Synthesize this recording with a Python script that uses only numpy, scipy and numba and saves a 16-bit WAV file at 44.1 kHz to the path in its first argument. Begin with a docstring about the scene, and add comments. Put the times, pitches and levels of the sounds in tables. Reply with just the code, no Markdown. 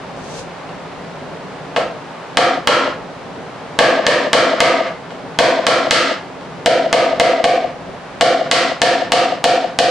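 """A wooden mallet knocks a dovetailed board home in a vice, heard close up in a hard-walled workshop.
Each blow is a chirped crack of filtered impulse plus decaying sines, the ringing modes of the boards.
The room returns it as a low flutter, a slap from the far wall and a dense tail of decaying noise.
Shaped noise makes the rush of distant machinery and an early hiss of fingers sliding on the wood.
A fast limiter and a slower gain control squeeze the loud blows."""
import sys
import numpy as np
from scipy import signal
from scipy.fft import rfft, irfft
from scipy.io import wavfile
from scipy.ndimage import uniform_filter1d
from numba import njit

SR = 44100
rng = np.random.default_rng(int(sys.argv[2]) if len(sys.argv) > 2 else 0)


def to_wav(s):
    """Save 16-bit WAV."""
    ch = np.atleast_2d(s).T  # columns
    pcm = np.round(np.clip(ch, -1, 1) * 32767)  # PCM
    wavfile.write(sys.argv[1], SR, pcm.astype(np.int16))


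N = 436590


def undb(db):
    """Decibels to gain."""
    return 10 ** (np.asarray(db) / 20)


def colour(x, table):
    """Shape the spectrum by (Hz, dB) points, joined by straight lines over log frequency."""
    hz, db = np.transpose(table)
    f = np.fft.rfftfreq(x.shape[-1], 1 / SR) + 1
    gain = undb(np.interp(np.log(f), np.log(hz), db))
    return irfft(rfft(x) * gain, x.shape[-1])


def level(x, db):
    """Scale to an rms level."""
    return x * undb(db) / np.sqrt(np.mean(x ** 2))


def band(x, lo_hz, hi_hz):
    """Causal band-pass."""
    return signal.sosfilt(signal.butter(2, [lo_hz, hi_hz], "band", fs=SR, output="sos"), x)


def low_pass(x, hz):
    """Causal gentle low-pass."""
    return signal.sosfilt(signal.butter(2, hz, fs=SR, output="sos"), x)


def fade(t, t60):
    """Exponential decay, 60 dB down at t60 seconds."""
    return np.exp(-np.log(1000) * t / t60)


def walk(rate):
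    """Random levels drawn rate times a second, then smoothed twice over one hold; spread below 1."""
    hold = int(SR / rate)
    steps = np.repeat(rng.standard_normal(N // hold + 1), hold)
    return uniform_filter1d(uniform_filter1d(steps, hold), hold)[:N]


@njit
def follow(x, attack, release):
    """Envelope follower with separate per-sample rates for rising and falling."""
    out, e = np.empty(len(x)), 0.
    for i in range(len(x)):
        e += (x[i] - e) * (attack if x[i] > e else release)
        out[i] = e
    return out


def shop():
    """Rush of far machines and air: shaped stereo noise whose lows flicker and whose rumble drifts."""
    # Spectrum of the rush. Each row: frequency in Hz, relative level in dB.
    rush_spectrum = [(12, -54), (20, -20.5), (108, -13), (169, -1.5), (215, -11.5), (281, -4), (313, -13.5),
                     (367, -8), (506, -7), (818, -9), (4390, -30), (9530, -46), (11800, -54), (15300, -95),
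                     (22000, -120)]
    # Width of the rush. Each row: frequency in Hz, side minus mid in dB.
    rush_width = [(30, -9), (60, -10), (150, -11), (300, -10.5), (1500, -7), (3000, -5.5), (6000, -1),
                  (10000, 3)]
    # Slow drift of the deep rumble. Each row: time in seconds, change in dB.
    rumble_drift = [(0, -1.5), (5.5, -7.5), (7.5, 1), (9.9, -5)]
    mid, side = colour(rng.standard_normal((2, N)), rush_spectrum)
    rush = mid + colour(side, rush_width) * np.array([[1], [-1]])
    flicker = undb(3 * walk(9))
    drift = undb(np.interp(np.arange(N) / SR, *np.transpose(rumble_drift)))
    moving_lows = (flicker - 1) * low_pass(rush, 900)
    moving_rumble = (drift - 1) * low_pass(rush, 140)
    return level(rush + moving_lows + moving_rumble, -29.5)


def fingers():
    """Fingers sliding on the board: grainy hiss, lifted near 6 kHz, that swells, then stops short."""
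    start_s, peak_s, peak_db = .16, .4, -34
    swell_db_per_s, fall_db_per_s = 70, 351
    t = np.arange(N) / SR
    swell_db = peak_db + np.minimum(swell_db_per_s * (t - peak_s), fall_db_per_s * (peak_s - t))
    grainy_noise = rng.standard_normal((2, N)) * undb(1.34 * walk(116))
    hiss = level(band(grainy_noise, 2500, 7300), 0) + level(band(grainy_noise, 5500, 6300), -15)
    return hiss * undb(swell_db) * (t > start_s)


def crack(length, tone):
    """The contact click, smeared into a falling chirp since high bending waves reach the air first."""
    # Spectrum of the click. Each row: frequency in Hz, relative level in dB.
    click_spectrum = [(200, -60), (800, -3), (1600, 4), (3000, 5), (4500, -2), (6500, -15), (9000, -23),
                      (12000, -40)]
    f = np.fft.rfftfreq(length, 1 / SR)
    spread_s, knee_hz = .005, 3400
    # lateness grows toward the lows and is held below 1200 Hz
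    lateness = np.clip(np.sqrt(knee_hz / np.maximum(f, 1200)) - .75, 0, None)
    delay_s = spread_s * lateness + .0002
    # summing delay over frequency gives the phase of the chirp
    chirp = irfft(np.exp(-2j * np.pi * np.cumsum(delay_s) * f[1]), length)
    return colour(colour(chirp, click_spectrum), tone)


def knock(main_hz, bright_hz, thud_db, low_db, middle_db, upper_db, top_db):
    """One blow: a short crack and the decaying modes of the boards, some varied from blow to blow."""
    # Fixed modes of the boards. Each row: frequency in Hz, t60 in seconds, relative level in dB,
    # family whose strength each blow sets.
    board_modes = [(129.2, 0.13, -26, "thud"), (217.5, 0.095, -20, "thud"), (279.6, 0.067, -12.5, "thud"),
                   (340.8, 0.07, -12, "thud"), (517.8, 0.069, -7.5, "low"), (902, 0.019, -4.5, "middle"),
                   (1107, 0.015, -3.5, "middle"), (1325, 0.015, -4, "middle")]
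    t = np.arange(8192) / SR
    family_db = dict(thud=thud_db, low=low_db, middle=middle_db)
    modes = [(f, t60, db + family_db[family]) for f, t60, db, family in board_modes]
    # these two rings move in pitch with the spot struck and the closing joint
    modes += [(main_hz, .028, 0), (bright_hz, .012, -4.5 + upper_db)]
    hz, t60, db = np.transpose(modes)[:, :, None]

    # only the middle modes scatter in level and pitch
    scatter_db, detune = 1.5, .025
    chance = rng.standard_normal((2, len(hz), 1)) * ((hz > 800) & (hz < 1500))
    phase = rng.uniform(0, 2 * np.pi, (len(hz), 1)) * (hz > 800)
    struck_hz = hz * (1 + detune * chance[1])
    strength = undb(db + scatter_db * chance[0])
    rings = strength * fade(t, t60) * np.sin(2 * np.pi * struck_hz * t + phase)
    # the boards take a few cycles to swing up
    rings = rings * (1 - np.exp(-t * hz / 1.93))

    tone = [(1300, middle_db), (2400, upper_db), (4800, top_db)]
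    click = undb(18.5) * crack(len(t), tone) * (t < .05)
    return rings.sum(axis=0) + click


def boards():
    """Blows and bumps: force sets loudness; crispness, ring pitches and the closing joint set the tone."""
    # Mallet blows. Each row: start in seconds, force in dB, main ring in Hz, bright ring in Hz,
    # crispness in dB.
    blows = [(1.762, 3.5, 640, 2550, -5.5), (2.371, 19.5, 710, 2780, -0.5), (2.673, 24, 600, 3210, 1),
             (3.789, 35.5, 642, 1670, -2.5), (4.066, 23, 600, 1780, -1), (4.331, 37, 642, 2730, -0.5),
             (4.604, 34.5, 656, 2080, -1.6), (5.388, 31.5, 648, 2910, -2.5), (5.667, 24.5, 640, 2640, -0.5),
             (5.909, 22, 638, 2230, 5), (6.660, 29, 656, 2740, -6), (6.928, 29, 655, 2020, -5),
             (7.198, 35, 669, 2040, -6), (7.441, 27.5, 693, 2230, -7.5), (8.210, 31, 675, 2550, -4.5),
             (8.513, 19.5, 678, 1920, 2.5), (8.817, 26.5, 697, 1790, -2), (9.120, 25, 707, 2680, -2.5),
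             (9.441, 27.5, 700, 2130, -4.5), (9.788, 25, 694, 2140, -3.5)]
    # Soft bumps of hand or mallet on the boards. Each row: start in seconds, force in dB, crispness in dB.
    bumps = [(.69, -20.5, -6.5), (1.047, -23, -9), (5.105, -15, -7), (6.41, -27, -2), (7.872, -14, -16)]
    # How each mode family follows a blow. Each entry: level in dB at crispness 0 and time 0,
    # dB per dB of crispness, dB per second as the joint closes.
    families = dict(thud=(-1.96, 0.69, -.2), low=(-2.65, 0.23, -0.04), middle=(2.03, 1.19, -0.58),
                upper=(0.33, 1.14, -.02), top=(-5.5, 1.43, 0.61))
    out = np.zeros(N + 8192)
    rows = blows + [(s, force_db, 640, 2700, crisp_db) for s, force_db, crisp_db in bumps]
    for s, force_db, main_hz, bright_hz, crisp_db in rows:
        start = int(s * SR)
        tone = [base + per_db * crisp_db + per_s * s for base, per_db, per_s in families.values()]
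        out[start:start + 8192] += undb(force_db) * knock(main_hz, bright_hz, *tone)
    return out[:N]


def dense_tail(t):
    """Stereo reverberation: bands of noise that build up, each dying at its own rate."""
    # Bands of the tail. Each row: centre in Hz, t60 in seconds, relative level in dB, side minus mid in dB.
    tail_bands = [(90, 0.41, -8, -5), (187, 0.37, 4.5, -17.5), (365, 0.37, 2.5, -11), (683, 0.37, 1.5, -35),
                  (1406, 0.35, 4.5, -10), (2580, 0.33, -2, -9), (5900, 0.31, 7, -5.5),
                  (11100, 0.23, 14.5, 1)]
    out = np.zeros((2, len(t)))
    for hz, t60, db, width_db in tail_bands:
        mid, side = band(rng.standard_normal((2, len(t))), hz / np.sqrt(2), hz * np.sqrt(2))
        stereo = mid + undb(width_db) * side * np.array([[1], [-1]])
        out += undb(db - 26) * fade(t, t60) * stereo
    # the bench answers at once, the walls a few hundredths of a second later
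    early_share, build_s = .48, .0648
    return out * (1 - (1 - early_share) * np.exp(-(t / build_s) ** 2))


def low_echoes(t):
    """A flutter between two facing walls, a bounce off the bench and one slap from the far wall."""
    flutter_first_s, flutter_s, flutter_count = .0215, .0226, 7
    # (delay in seconds, level in dB before the decay and the band-pass)
    bounces = [(flutter_first_s + k * flutter_s, .5) for k in range(flutter_count)]
    bounces += [(.013, 5.5), (.2005, 3.5)]  # bench, far wall
    side_db, t60 = -14, .52
    echoes = np.zeros((2, len(t)))
    for (delay_s, db), lean in zip(bounces, rng.standard_normal(len(bounces))):
        balance = 1 + undb(side_db) * lean * np.array([1, -1])
        echoes[:, int(delay_s * SR)] = undb(db) * fade(delay_s, t60) * balance
    return band(band(echoes, 423, 897), 423, 897)


def room():
    """Stereo impulse response: direct sound, low echoes and a dense tail."""
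    t = np.arange(int(.8 * SR)) / SR
    out = dense_tail(t) + low_echoes(t)
    out[:, 0] += undb(-1.0)  # direct sound
    return out


def scene():
    """Boards through the room, over the workshop and the sliding fingers."""
    wood = signal.fftconvolve(boards()[None], room(), axes=1)[:, :N]
    return wood + shop() + fingers()


def record(dry):
    """A fast limiter and a slower gain control shared by both channels, soft clipping, then a top cut."""
    peak = np.abs(dry).max(axis=0)
    fast_top_db, attack_s, release_s, fast_ratio = -4, .0003, .04, 7
    slow_top_db, slow_s, slow_ratio = -27, .3, 1.15
    fast = follow(peak, 1 / (attack_s * SR), 1 / (release_s * SR))
    gain = np.minimum(undb(fast_top_db) / (fast + 1e-9), 1) ** (1 - 1 / fast_ratio)
    slow = follow(peak * gain, 1 / (slow_s * SR), 1 / (slow_s * SR))
    gain = gain * np.minimum(undb(slow_top_db) / (slow + 1e-9), 1) ** (1 - 1 / slow_ratio)

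    ceiling = .84
    clipped = ceiling * np.tanh(dry * gain / ceiling)
    top_cut = signal.ellip(10, .2, 80, 11450, fs=SR, output="sos")  # steep, at 11450 Hz
    return signal.sosfilt(top_cut, band(clipped, 16, 10960))


dry = scene()
out = record(dry)
to_wav(out)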